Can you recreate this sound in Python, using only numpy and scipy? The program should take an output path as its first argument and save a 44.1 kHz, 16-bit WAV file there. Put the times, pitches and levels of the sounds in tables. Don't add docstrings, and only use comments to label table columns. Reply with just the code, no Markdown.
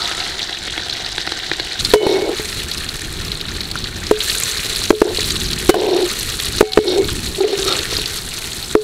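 import sys
import numpy as np
from scipy import signal
from scipy.io import wavfile
from scipy.ndimage import uniform_filter1d

SR = 44100
rng = np.random.default_rng(int(sys.argv[2]) if len(sys.argv) > 2 else 0)


def master(y):
    cut = np.clip(np.atleast_2d(y).T, -1, 1)
    pcm = np.round(cut * 32767)
    wavfile.write(sys.argv[1], SR, pcm.astype(np.int16))


def gain_from_db(level_db):
    decades = np.asarray(level_db, float) / 20
    return 10 ** decades


N = 389403
SECONDS = np.arange(N) / SR
CUT_S = 1.79

# frequency in Hz, level in dB per Hz.
FAR_SPECTRUM = [(120, -20), (200, -24), (283, -9.5), (328, -0.5), (491, -8.5), (624, -13.5), (736, -6),
                (1140, -17), (1480, -6), (1980, -5), (2470, -11), (3980, 0), (4960, -11), (8440, -25.5),
                (16000, -48)]


def evened(x):
    return x / np.sqrt(np.mean(x ** 2) + 1e-20)


def curve(rows):
    s, *columns = np.transpose(rows)
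    return [np.interp(SECONDS, s, c) for c in columns]


def add(mix, s, sound):
    part = mix[round(s * SR):][:len(sound)]
    part += sound[:len(part)]


def butter(x, order, hz, kind="lowpass"):
    return signal.sosfilt(signal.butter(order, hz, kind, fs=SR, output="sos"), x)


def colour(x, points, size=4096):
    hz, db = np.transpose(points)
    log_hz = np.log(np.fft.rfftfreq(size, 1 / SR) + 1)
    half = np.interp(log_hz, np.log(hz + 1), np.maximum(db, -80))
    log_gain = np.log(gain_from_db(np.r_[half, half[-2:0:-1]]))
    taps = np.fft.ifft(np.exp(np.conj(signal.hilbert(log_gain)))).real
    return evened(signal.oaconvolve(x, taps)[:N])


def resonate(x, modes):
    out = np.zeros(len(x))
    for k, (hz, width, db) in enumerate(modes):
        b, a = signal.iirpeak(hz, hz / width, SR)
        out += (-1) ** k * gain_from_db(db) * signal.lfilter(b, a, x)
    return evened(out)


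def slow(hz):
    return evened(butter(rng.standard_normal(N), 2, hz))


def clicks(per_s, spread_db):
    size = gain_from_db(spread_db * np.minimum(rng.exponential(1, N), 4)) * rng.choice([-1., 1.], N)
    return size * (rng.random(N) < per_s / SR)


def bubble(hz, cycles, glide):
    u = np.arange(int(3 * cycles * SR / hz) + 8) * hz / SR / cycles
    tone = np.sin(2 * np.pi * cycles * (u + glide * u ** 2 / 2))
    return tone * (1 - np.exp(-6 * u)) * np.exp(-2 * u)


def pan_tail(x, t60=0.02, wet_db=0.5):
    t = np.arange(2000) / SR
    tail = rng.standard_normal(len(t)) * gain_from_db(-60 * t / t60) * (t > .0008)
    return x + gain_from_db(wet_db) * signal.oaconvolve(x, tail / np.linalg.norm(tail))[:len(x)]


def background_dip():
    # start in seconds, length in seconds, depth.
    dips = [
        (1.957, .4, 1.06),
        (4.125, 0.1, 0.36),
        (5.02, 0.11, 0.88),
        (5.713, 0.35, 0.89),
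        (6.618, 0.44, 0.38),
        (7.402, .16, 1.85),
        (8.75, 0.057, 1.4),
    ]
    over = np.zeros(N)
    for s, length, depth in dips:
        add(over, s, np.full(round(length * SR), depth))
    return uniform_filter1d(over, size=1500)


def strokes_of(rows, sag_db=-2.5):
    rise_s, fall_s = 0.03, 0.066
    out = np.zeros(N)
    for start, length, db in rows:
        t = np.arange(0, length, 1 / SR)
        shape = np.minimum(t / rise_s, 1) * np.minimum((length - t) / fall_s, 1)
        add(out, start, shape ** 1.02 * gain_from_db(db + sag_db * t / length))
    return out


def air():
    # frequency in Hz, level in dB per Hz.
    murmur = [(200, -21), (450, -4.5), (800, 3), (1200, -4), (2500, -23)]
    return gain_from_db(-44 - 4.3 * (SECONDS < CUT_S)) * colour(rng.standard_normal(N), murmur)


def sizzle():
    # time in seconds, vigour in dB.
    vigour = [(0.0, -23), (0.5, -26.5), (1.72, -26.5), (2.3, -29), (2.5, -27), (3.42, -30.5), (4.12, -29.5),
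              (4.3, -23.5), (4.75, -26.5), (5.1, -25.5), (5.55, -27), (5.95, -28), (6.22, -25),
              (6.9, -28.5), (7.35, -30.5), (7.75, -22.5), (8.09, -28.5), (8.83, -34)]
    # frequency in Hz, level in dB per Hz.
    near_spectrum = [(120, -22.5), (200, -8.5), (322, -7), (424, 6.5), (529, -7), (709, -12), (807, -17),
                     (1370, -1.5), (3020, -2), (4210, 4), (4870, -9), (7700, -15.5), (11500, -23.5),
                     (14900, -33), (16000, -36)]
    fizz_db = (-42, -34.5, -32)
    fizz_per_db = (1.87, 2.37, 0.3)
    last_view_s, calm_db, dip_fizz_db = 6.6, -28, -4.5
    bubbles_per_s, snaps_per_s, snaps_db, hiss_db = 2200, 120, -9, -2.0

    clump = gain_from_db(1.16 * slow(25) + 0.99 * slow(6.5) + 1.8 * slow(110))
    fizz = np.zeros(N)
    pitches = np.geomspace(500, 14500, num=24)
    for hz in pitches:
        grain = pan_tail(np.pad(bubble(hz, 2.55, 0.15), (0, 1200)), 70 / hz, -1.0)
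        grain /= np.linalg.norm(grain)
        births = clicks(bubbles_per_s / len(pitches) * clump, 5.55)
        fizz += np.sqrt(hz) * signal.oaconvolve(births, grain)[:N]
    spatter = rng.standard_normal(90) * np.hanning(90) ** 0.53
    snaps = signal.oaconvolve(clicks(snaps_per_s * clump, 4.0), spatter)[:N]
    hiss = clump * rng.standard_normal(N)
    drive = evened(fizz) + gain_from_db(snaps_db) * evened(snaps) + gain_from_db(hiss_db) * hiss

    near = np.clip((SECONDS - CUT_S) / 0.03, 0, 1)
    crackle_db = curve(vigour)[0]
    view = np.searchsorted([CUT_S, last_view_s], SECONDS)
    top_db = np.take(fizz_db, view) + np.take(fizz_per_db, view) * (crackle_db - calm_db)
    top_db += dip_fizz_db * background_dip()
    body_filter = signal.butter(2, 6800, fs=SR, output="sos")
    out = np.zeros(N)
    for points, share in ((FAR_SPECTRUM, 1 - near), (near_spectrum, near)):
        x = colour(drive, points)
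        body = signal.sosfiltfilt(body_filter, x)
        out += share * (gain_from_db(crackle_db - 0.5) * evened(body) + gain_from_db(top_db + 2.0) * evened(x - body))
    return out


def bowl():
    # frequency in Hz, width in Hz, level in dB.
    bowl_modes = [(734, 76, 0), (950, 35, 3.5), (1290, 78, 7), (1520, 78, -10)]
    return gain_from_db(-28.5 - 45 * SECONDS) * resonate(rng.standard_normal(N), bowl_modes)


def wind():
    # time in seconds, level in dB.
    strength = [(0.0, -39), (0.64, -37.5), (1.79, -37.5), (1.84, -24.5), (2.0, -34), (2.43, -31),
                (2.9, -30.5), (4.1, -27.5), (4.22, -33.5), (4.7, -32.5), (5.41, -23), (5.68, -25.5),
                (5.95, -35.5), (6.24, -29.5), (6.75, -30), (7.23, -22.5), (7.45, -31), (8.83, -33)]
    # frequency in Hz, level in dB per Hz.
    gust = [(8.8, -39), (15, 0.5), (75, -1), (234, -9.5), (280, -12.5), (363, -8.5), (400, -13), (520, -29),
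            (880, -120)]
    dip_wind_db = -5.5
    lumps = rng.standard_normal(N) * gain_from_db(2.0 * slow(13.0))
    return gain_from_db(curve(strength)[0] + dip_wind_db * background_dip()) * colour(lumps, gust, size=16384)


def pops():
    # time in seconds, peak in dB, pitch in Hz, pan answer in relative dB.
    far_pops = [(0.114, -12.5, 3870, -11), (0.178, -11.5, 3800, -11.5), (0.393, -7.5, 3770, -20),
                (0.494, -11, 3960, -13), (0.678, -13.5, 4180, -10), (0.778, -8, 3280, -9),
                (0.803, -15, 3720, -26), (0.898, -8, 3940, -26.5), (1.063, -11, 4220, -25),
                (1.181, -4.5, 3630, -13.5), (1.274, -10, 4150, -9.5), (1.32, -8, 4060, -12),
                (1.465, -14, 4320, -30), (1.515, -7, 3760, -5.5), (1.535, -6, 4000, -18),
                (1.598, -7, 3970, -11.5)]
    # time in seconds, peak in dB, pitch in Hz.
    near_pops = [(1.849, 0, 4330), (2.715, -6, 4100), (2.8905, -6.5, 4050), (3.318, -5, 3870),
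                 (3.412, -7, 3950), (3.607, -5.5, 4140), (3.714, -7.5, 4240), (3.7556, -11.5, 1360),
                 (3.8414, -8.5, 4230), (4.0677, -8, 4800), (4.2048, -3, 3700), (7.6282, -6.5, 3710),
                 (4.4348, -1, 7350), (4.7604, -6, 4330), (4.839, -5.5, 4670), (5.1721, -4, 4130),
                 (5.3057, -2.5, 4080), (5.3566, -7, 3950), (5.416, -7.5, 3700), (5.532, -4.5, 4220),
                 (7.7247, -1.5, 3900), (6.401, -6, 3660), (6.5826, -7.5, 3980), (6.721, -4, 4120),
                 (6.7338, 2, 4050), (7.0843, -11, 3880), (7.089, -14.5, 1430), (7.79, -4, 3950),
                 (7.9673, -3.5, 4470), (8.0584, -5.5, 4410)]
    spray_db, far_spray_db, spray_spread_db = -11, -20, 4.5

    when, size, tune = rng.random((42, 3)).T - .5
    small_s = CUT_S + (when + .5) * (N / SR - CUT_S)
    small = zip(small_s, -15 + 7 * size, 4100 * (1 + 0.5 * tune))
    bursts = list(small) + far_pops + near_pops
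    thrown_db = spray_spread_db * (rng.random(len(bursts)) - .5)
    spray = butter(rng.standard_normal((len(bursts), 900)), 2, [6000, 12000], "bandpass")

    out, taps, t = np.zeros(N), np.zeros(N), np.arange(900) / SR
    for (s, db, hz, *pan_db), drops, more_db in zip(bursts, spray, thrown_db):
        burst = bubble(hz, 3.46, 0.011)
        burst = np.pad(burst, (0, 1800 - len(burst)))
        drops_db = (far_spray_db if pan_db else spray_db) + more_db
        burst[:900] += gain_from_db(drops_db) * drops * np.exp(-t / 0.00024)
        add(out, s, gain_from_db(db + 6.0) * pan_tail(burst))
        add(out, s - .0018, gain_from_db(db - 10) * burst)
        if pan_db:
            tap = rng.standard_normal(200) * np.exp(-t[:200] / 0.0017)
            add(taps, s, gain_from_db(db + pan_db[0]) * tap)
    answer = colour(taps, [row for row in FAR_SPECTRUM if row[0] < 2600] + [(3200, -69)])
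    return out + gain_from_db(2.5) * answer * np.abs(taps).max() / np.abs(answer).max()


def knock(blow_db, hz, contact, pan_db):
    # frequency in Hz, level in dB, t60 in seconds.
    pan_modes = [(427, 6, 0.23), (356.6, 2.5, 0.081), (506, -17, 0.14), (612, -11, 0.084)]
    t = np.arange(SR // 2) / SR
    thud = np.sin(2 * np.pi * hz * t)
    thud += 0.35 * np.sin(2 * np.pi * 1.438 * hz * t)
    thud += 0.3 * np.sin(2 * np.pi * 2.074 * hz * t)
    thud *= np.exp(-(t / contact) ** 2)
    crack = butter(rng.standard_normal(len(t)), 1, [600, 5000], "bandpass")
    crack *= gain_from_db(-29 + 3500 * contact) * np.exp(-t / (0.68 * contact))
    hum = sum(gain_from_db(db - 60 * t / t60) * np.sin(2 * np.pi * f * t) for f, db, t60 in pan_modes)
    return gain_from_db(blow_db) * (thud + crack) + gain_from_db(pan_db) * np.clip(t / 0.0039, 0, 1) * hum


def knocks():
    # time in seconds, blow in dB, thud in Hz, contact in seconds, pan ring in dB.
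    blows = [(1.9367, 14, 471, 0.0068, -2.5), (1.958, -5, 446, 0.0058, -21),
             (2.0672, 0.5, 420, 0.0051, -28), (2.397, -15, 400, 0.004, -28.5),
             (4.1116, 6.5, 451, 0.0048, -11.5), (4.9046, 22, 385, 0.0038, -15),
             (4.927, -8, 603, 0.0026, -7.5), (5.0173, 17, 420, 0.004, -11), (5.186, -13.5, 463, 0.004, -29),
             (5.6922, 13, 363, 0.0081, -11.5), (5.7425, -2, 724, 0.0061, -13),
             (6.6078, 24, 423, 0.0046, -25), (6.627, 3, 377, 0.0028, -9.5), (6.7739, 22, 443, 0.0037, -7),
             (6.788, 6.5, 356, 0.0037, -14), (7.927, -17.5, 478, 0.0059, -35),
             (7.986, -17.5, 463, 0.0044, -30), (8.752, 14.5, 430, 0.0027, -6.5)]
    out = np.zeros(N)
    for s, *blow in blows:
        add(out, s, knock(*blow))
    return out


def spoon():
    # start in seconds, frequency in Hz, level in dB, t60 in seconds, damped at seconds.
    ringing = [
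        (1.94, 2207, -29, 3.0, 2.28),
        (1.94, 2995, -19, .9, 2.065),
        (1.94, 1540, -26, .1, 2.0),
        (5.70, 2995, -20, .5, 5.76),
        (5.70, 1560, -23, .2, 5.74),
        (6.61, 759, -25, 5.0, 6.77),
        (6.61, 2210, -31, 3.0, 6.77),
        (6.78, 2207, -32, 4.0, 7.08),
        (6.78, 2995, -34, .5, 6.9),
    ]
    out, t = np.zeros(N), np.arange(SR // 2) / SR
    for s, hz, db, t60, damped_s in ringing:
        waver = gain_from_db(2.7 * evened(uniform_filter1d(rng.standard_normal(len(t)), 900)))
        damping = 1 + np.exp((t + s - damped_s) / 0.008)
        add(out, s, gain_from_db(db - 60 * t / t60) * waver * np.sin(2 * np.pi * hz * t) / damping)
    return out


def rolling():
    # start in seconds, length in seconds, rolling in dB, knocking edge in relative dB.
    rolls = [
        (1.993, 0.37, -11.5, -9),
        (5.023, 0.14, -11, -11.5),
        (5.73, 0.36, -13.5, -7),
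        (6.823, 0.25, -7.5, -20),
        (7.367, 0.18, -19.5, -20),
        (7.465, 0.26, -25.5, -24),
        (7.65, 0.19, -21.5, -6.5),
    ]
    # frequency in Hz, width in Hz, level in dB.
    hollow_modes = [(378.7, 58, 37), (420, 12, -25), (308, 67, -23)]
    # frequency in Hz, width in Hz, level in dB.
    edge_modes = [(600, 890, 6.5), (890, 590, 6)]
    bumps = clicks(260, 1.5) + 0.058 * rng.standard_normal(N)
    hollow = evened(butter(resonate(bumps, hollow_modes), 2, [240, 600], "bandpass"))
    edge = evened(butter(resonate(bumps, edge_modes), 2, 1300))
    out = hollow * strokes_of((s, length, db - 4.5) for s, length, db, _ in rolls)
    out += edge * strokes_of([(s, length, db + edge_db) for s, length, db, edge_db in rolls], -6.5)
    b, a = signal.iirpeak(417, 417 / 6.3, SR)
    return out + gain_from_db(-6) * signal.lfilter(b, a, out)


def scraping():
    # start in seconds, length in seconds, level in dB.
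    scrapes = [
        (2.02, 0.2, -27),
        (5.738, 0.32, -32),
        (6.826, 0.18, -22.5),
        (7.37, 0.06, -33),
        (7.494, 0.11, -34),
        (7.646, 0.11, -24),
        (7.9, 0.18, -28.5),
    ]
    # start in seconds, length in seconds, level in dB.
    rattles = [
        (7.645, .13, -26),
        (7.77, .05, -26),
        (7.905, .04, -21),
    ]
    # frequency in Hz, width in Hz, level in dB.
    steel_modes = [(1530, 310, -8), (2360, 400, -20), (3030, 250, -1), (3720, 77, 12), (3950, 150, 5),
                   (4200, 260, 8), (5600, 250, 0)]
    # frequency in Hz, width in Hz, level in dB.
    rattle_modes = [(1210, 140, -1.5), (1386, 89, 1), (2020, 240, -13), (2540, 220, -5)]
    slips = clicks(2500, 3.4) * gain_from_db(4.1 * slow(36))
    steel, squeal = resonate(slips, steel_modes), resonate(slips, rattle_modes)
    squeal = evened(resonate(squeal, rattle_modes) + 0.39 * squeal)
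    return gain_from_db(3.0) * steel * strokes_of(scrapes) + squeal * strokes_of(rattles)


def thumps():
    # time in seconds, peak in dB.
    eggs = [(2.179, -11), (2.222, -8), (2.26, -10), (5.763, -21), (5.789, -3), (5.834, -7), (5.85, -28.5),
            (5.909, -6.5), (5.946, -1.5), (6.003, -12), (6.028, -2), (6.877, -1), (6.934, -2), (6.976, -2),
            (7.379, -12), (7.404, 1), (7.439, 0), (7.49, -12.5), (7.528, -2), (7.59, -7.5), (7.66, -4.5),
            (7.753, -19)]
    out, t = np.zeros(N), np.arange(2600) / SR
    for (s, db), (a, b) in zip(eggs, rng.random((len(eggs), 2))):
        tone = np.sin(2 * np.pi * (350 + 80 * a) * t)
        tone += 0.48 * np.sin(2 * np.pi * (600 + 300 * b) * t) * np.exp(-t / 0.0079)
        add(out, s, gain_from_db(db - 4.5) * tone * (1 - np.exp(-t / 0.0033)) * np.exp(-t / 0.02))
    return out


def scene():
    mix = air() + sizzle() + bowl() + wind() + pops()
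    mix += knocks() + spoon() + rolling() + scraping() + thumps()
    return mix[None]


def band_limit(x):
    return signal.sosfilt(signal.butter(12, 16200, fs=SR, output="sos"), x)


def record(dry):
    start_db, slope, recovery_db_s, edge_hz = -7, .55, 110, 15780
    power_db = 10 * np.log10(abs(uniform_filter1d(dry[0] ** 2, 200, origin=99)) + 1e-12)
    fall = SECONDS * recovery_db_s
    held_db = np.maximum.accumulate(power_db + fall) - fall
    over_db = np.maximum(held_db - start_db, 0)
    late = signal.lfilter([1 / 360.0], [1, 1 / 286.0 - 1], over_db)
    clipped = np.clip(dry / gain_from_db(slope * late), -1, 1)
    edge = signal.firwin(801, edge_hz, window=("kaiser", 9), fs=SR)
    return band_limit(signal.oaconvolve(clipped, edge[None], "same"))


dry = scene()
out = record(dry)
master(out)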